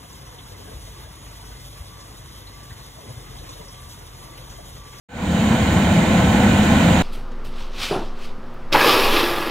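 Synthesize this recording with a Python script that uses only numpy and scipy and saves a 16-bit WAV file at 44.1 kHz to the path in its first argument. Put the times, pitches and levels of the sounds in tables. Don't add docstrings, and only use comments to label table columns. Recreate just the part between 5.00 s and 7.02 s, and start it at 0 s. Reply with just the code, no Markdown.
import sys
import numpy as np
from scipy import signal
from scipy.fft import rfft, irfft
from scipy.io import wavfile
from scipy.ndimage import uniform_filter1d

SR = 44100
rng = np.random.default_rng(int(sys.argv[2]) if len(sys.argv) > 2 else 0)


def wrap_up_sound(samples):
    columns = np.atleast_2d(samples).T
    tamed = np.clip(columns, -1, 1)
    steps = np.round(tamed * 32767).astype(np.int16)
    wavfile.write(sys.argv[1], SR, steps)


def gain_from_db(level_db):
    decades = np.asarray(level_db, float) / 20
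    return 10 ** decades


N = 89214


def evened(x):
    return x / np.sqrt(np.mean(x ** 2) + 1e-20)


def read(points, hz):
    f, value = np.transpose(points)
    return np.interp(np.log(hz + 1), np.log(f + 1), value)


def bump(hz, centre_hz, width_hz):
    return 1 / (1 + (2 * (hz - centre_hz) / width_hz) ** 2)


def lumps(table, hz):
    return sum(db * np.exp(-(2 * (hz - f) / w) ** 2) for f, w, db in table)


def shaped(x, gain):
    return irfft(rfft(x, N) * gain(np.fft.rfftfreq(N, 1 / SR)), N)


def delayed(hz, seconds):
    return np.exp(-2j * np.pi * hz * seconds)


def turbulence(size, channels, patch_db, flicker_db):
    hop = size // 4
    frames, bins = N // hop + 5, size // 2 + 1
    real, imaginary = rng.standard_normal((2, channels, bins, frames))
    patches = uniform_filter1d(rng.standard_normal((frames, bins)), size=10, axis=0)
    patches = evened(uniform_filter1d(patches, size=6, axis=1)).T
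    flicker = evened(uniform_filter1d(rng.standard_normal(frames), size=3))
    z = (real + 1j * imaginary) * gain_from_db(patch_db * patches + flicker_db * flicker)
    return signal.istft(z, nperseg=size, noverlap=size - hop)[1][:, :N]


STEADY_S, STEADY_SHARE = 0.14, 0.8


def steadied(x):
    span = int(STEADY_S * SR / 2)
    power = uniform_filter1d(uniform_filter1d(evened(x) ** 2, span), span)
    return evened(x / (power + 0.058) ** (STEADY_SHARE / 2))


# time in seconds, swell in dB.
FLAME_SWELL = [(.12, -4), (.3, 2), (.42, 0.5), (.54, 1), (.6, -1.5), (.76, 1), (.8, 0), (0.891, -1),
               (.95, 2.5), (1.07, -2.5), (1.14, 2), (1.298, -0.5), (1.418, 0.5), (1.58, 0), (1.721, 0.5),
               (1.801, -1.5), (1.87, 0.5), (2.0, -1.5)]


def swell(share):
    s, db = np.transpose(FLAME_SWELL)
    return gain_from_db(share * np.interp(np.arange(N) / SR, s, db))


ROOM_T60_S, ROOM_DB = 0.37, -3.5


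def room(x):
    t = np.arange(SR // 2) / SR
    taps = rng.standard_normal((2, len(t))) * gain_from_db(-60 * t / ROOM_T60_S)
    taps = taps * (t > 0.004)
    tail = gain_from_db(ROOM_DB) * rfft(taps / np.linalg.norm(taps[0]), N)
    return shaped(x, lambda hz: 1 + tail)


# frequency in Hz, level in dB rms.
FAN_TONES = [(485.5, -38), (511.5, -41), (527, -43), (1439, -47), (1514.5, -40), (1773, -52), (2439, -52),
             (2993, -55)]
TONE_WIDTH_HZ, TONE_LR_DB = 7.9, 6.5


def tones():
    out, t = np.zeros(N), np.arange(N) / SR
    for hz, db in FAN_TONES:
        drift = shaped(rng.standard_normal((2, N)), lambda f: bump(f, 0, TONE_WIDTH_HZ))
        level = gain_from_db(db + 3.8 * evened(drift[0]))
        phase = 2 * np.pi * hz * t + 1.14 * evened(drift[1])
        out += level * np.sqrt(2) * np.sin(phase)
    return out * gain_from_db(np.array([[TONE_LR_DB / 2], [-TONE_LR_DB / 2]]))


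# frequency in Hz, density in dB per Hz.
RUSH_LEFT_PORT = [(90, -29), (170, -11.5), (450, 0), (800, -10), (2200, -4), (4000, -25.5), (5000, -19),
                  (16000, -29)]
# frequency in Hz, density in dB per Hz.
RUSH_RIGHT_PORT = [(90, -28), (170, 0), (450, -5.5), (800, -10.5), (2200, -0.5), (4000, -10.5), (5000, -22),
                   (16000, -27.5)]
# centre in Hz, width in Hz, lift in dB.
SCATTER_LUMPS = [(251, 30, -6), (350, 20, 7.5), (442, 60, 4.5), (515, 26, 1), (1014, 280, 5),
                 (1280, 230, 1.5), (1620, 170, -3), (2240, 69, -6.5), (2760, 240, -2)]
RUSH_DB, RUSH_FOLLOW = -26.5, 0.033


def rush():
    def colour(hz):
        ports = np.array([read(RUSH_LEFT_PORT, hz), read(RUSH_RIGHT_PORT, hz)])
        return gain_from_db(ports + lumps(SCATTER_LUMPS, hz))

    air = turbulence(size=256, channels=2, patch_db=1.3, flicker_db=-0.2)
    return gain_from_db(RUSH_DB) * swell(RUSH_FOLLOW) * evened(room(shaped(air, colour)))


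# frequency in Hz, density in dB per Hz.
JET_SPECTRUM = [(150, -2), (350, -2), (700, 0), (1400, -8), (2500, -16.5), (4000, -14), (5000, -33),
                (9000, -31)]
# frequency in Hz, left minus right in dB.
JET_LR_DB = [(300, -4), (700, 1.5), (1200, -5.5), (3300, -2), (6000, -9)]
# centre in Hz, width in Hz, lift in dB.
JET_LUMPS = [(656, 33, 2.5), (853, 210, 2), (1054, 156, 4), (1203, 104, -16), (1420, 67, 0.5),
             (1586, 110, -0.5), (1746, 40, 8), (1930, 52, 7.5), (2396, 150, 5), (2630, 110, -15),
             (3036, 410, 5), (4010, 390, 1)]
ROAR_DB, ROAR_FOLLOW = -23.5, 0.18
BOUNCE_S, BOUNCE_SHARE = 0.001345, 0.25
LEFT_EARLY_S = 0.00004


def roar():
    def colour(hz):
        bounce = 1 + BOUNCE_SHARE * delayed(hz, BOUNCE_S)
        return gain_from_db(read(JET_SPECTRUM, hz) + lumps(JET_LUMPS, hz)) * bounce

    jet = turbulence(size=512, channels=1, patch_db=1.0, flicker_db=-0.5)[0]
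    jet = evened(shaped(jet, colour))
    left = shaped(jet, lambda hz: gain_from_db(read(JET_LR_DB, hz) / 2) * delayed(hz, -LEFT_EARLY_S))
    right = shaped(jet, lambda hz: gain_from_db(-read(JET_LR_DB, hz) / 2))
    return gain_from_db(ROAR_DB) * swell(ROAR_FOLLOW) * np.array([left, right])


# time in seconds, frequency in Hz.
HOWL_PITCH = [(.15, 190), (.3, 174.5), (0.531, 219.2), (0.681, 215.3), (.8, 195), (.95, 198.4), (1.17, 175),
              (1.301, 169.6), (1.4, 212.1), (1.549, 195), (1.68, 222), (1.781, 224), (1.849, 172.3),
              (1.92, 168.9), (2.02, 209.7)]
HOWL_WIDTH_HZ, HOWL_DB, HOWL_FOLLOW = 34, -21.5, 2.2


def howl():
    s, hz = np.transpose(HOWL_PITCH)
    phase = 2 * np.pi * np.cumsum(np.interp(np.arange(N) / SR, s, hz)) / SR
    a, b = shaped(rng.standard_normal((2, N)), lambda f: bump(f, 0, HOWL_WIDTH_HZ))
    resonance = a * np.cos(phase) + b * np.sin(phase)
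    return gain_from_db(HOWL_DB) * swell(HOWL_FOLLOW) * steadied(resonance)


# frequency in Hz, density in dB per Hz.
PUFF_SPECTRUM = [(20, -30), (40, -18.5), (70, -3), (110, -5), (135, -6), (250, -6), (330, -11),
                 (500, -44.5)]
# frequency in Hz, width in Hz, lift in dB.
LOW_MODES = [(100.4, 56, 4.5), (171, 17.3, 8.5), (199, 8.9, 5), (224, 38, 8), (271.5, 14, 1),
             (296.6, 10.4, 4.5), (338.3, 12.3, 4.5), (362, 12, 3)]
RUMBLE_DB, RUMBLE_FOLLOW = -17.5, 0.82


def rumble():
    def colour(hz):
        modes = sum(db * bump(hz, f, w) for f, w, db in LOW_MODES)
        return gain_from_db(read(PUFF_SPECTRUM, hz) + modes)

    puffs = shaped(turbulence(size=2048, channels=1, patch_db=0.26, flicker_db=0.83), colour)
    return gain_from_db(RUMBLE_DB) * swell(RUMBLE_FOLLOW) * steadied(puffs)


def scene():
    return tones() + rush() + roar() + howl() + rumble()


def top_cut(x):
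    return signal.sosfilt(signal.butter(12, 15780, fs=SR, output="sos"), x)


# centre in Hz, width in Hz, left lift in dB, right lift in dB.
PORT_CAVITIES = [(5140, 350, -8, -2.5), (6870, 1190, 7.5, 9.5), (7790, 1520, 4.5, 3.5),
                 (11640, 4540, -9, -7.5), (15800, 4200, -33, 0.5)]
EDGE_HZ = 15780
START_S, OPEN_S, CLOSE_S = 0.086, 0.0058, 0.001
STEP_DB, FADE_S, FADE_BEND, CREEP_DB_PER_S = -25.5, 0.28, 1.22, 2


def record(dry):
    def port_response(hz):
        lifts = [lumps([(f, w, db[port]) for f, w, *db in PORT_CAVITIES], hz) for port in (0, 1)]
        return gain_from_db(lifts) * (hz < EDGE_HZ)

    t = np.arange(N) / SR - START_S
    rise = np.tanh((np.maximum(t, 0) / FADE_S) ** FADE_BEND)
    gain = (gain_from_db(STEP_DB) + rise) * np.clip(t / OPEN_S, 0, 1)
    gain = gain * np.clip((t[-1] - t) / CLOSE_S, 0, 1) * gain_from_db(CREEP_DB_PER_S * (t - 1))
    return top_cut(shaped(dry, port_response) * gain)


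dry = scene()
out = record(dry)
wrap_up_sound(out)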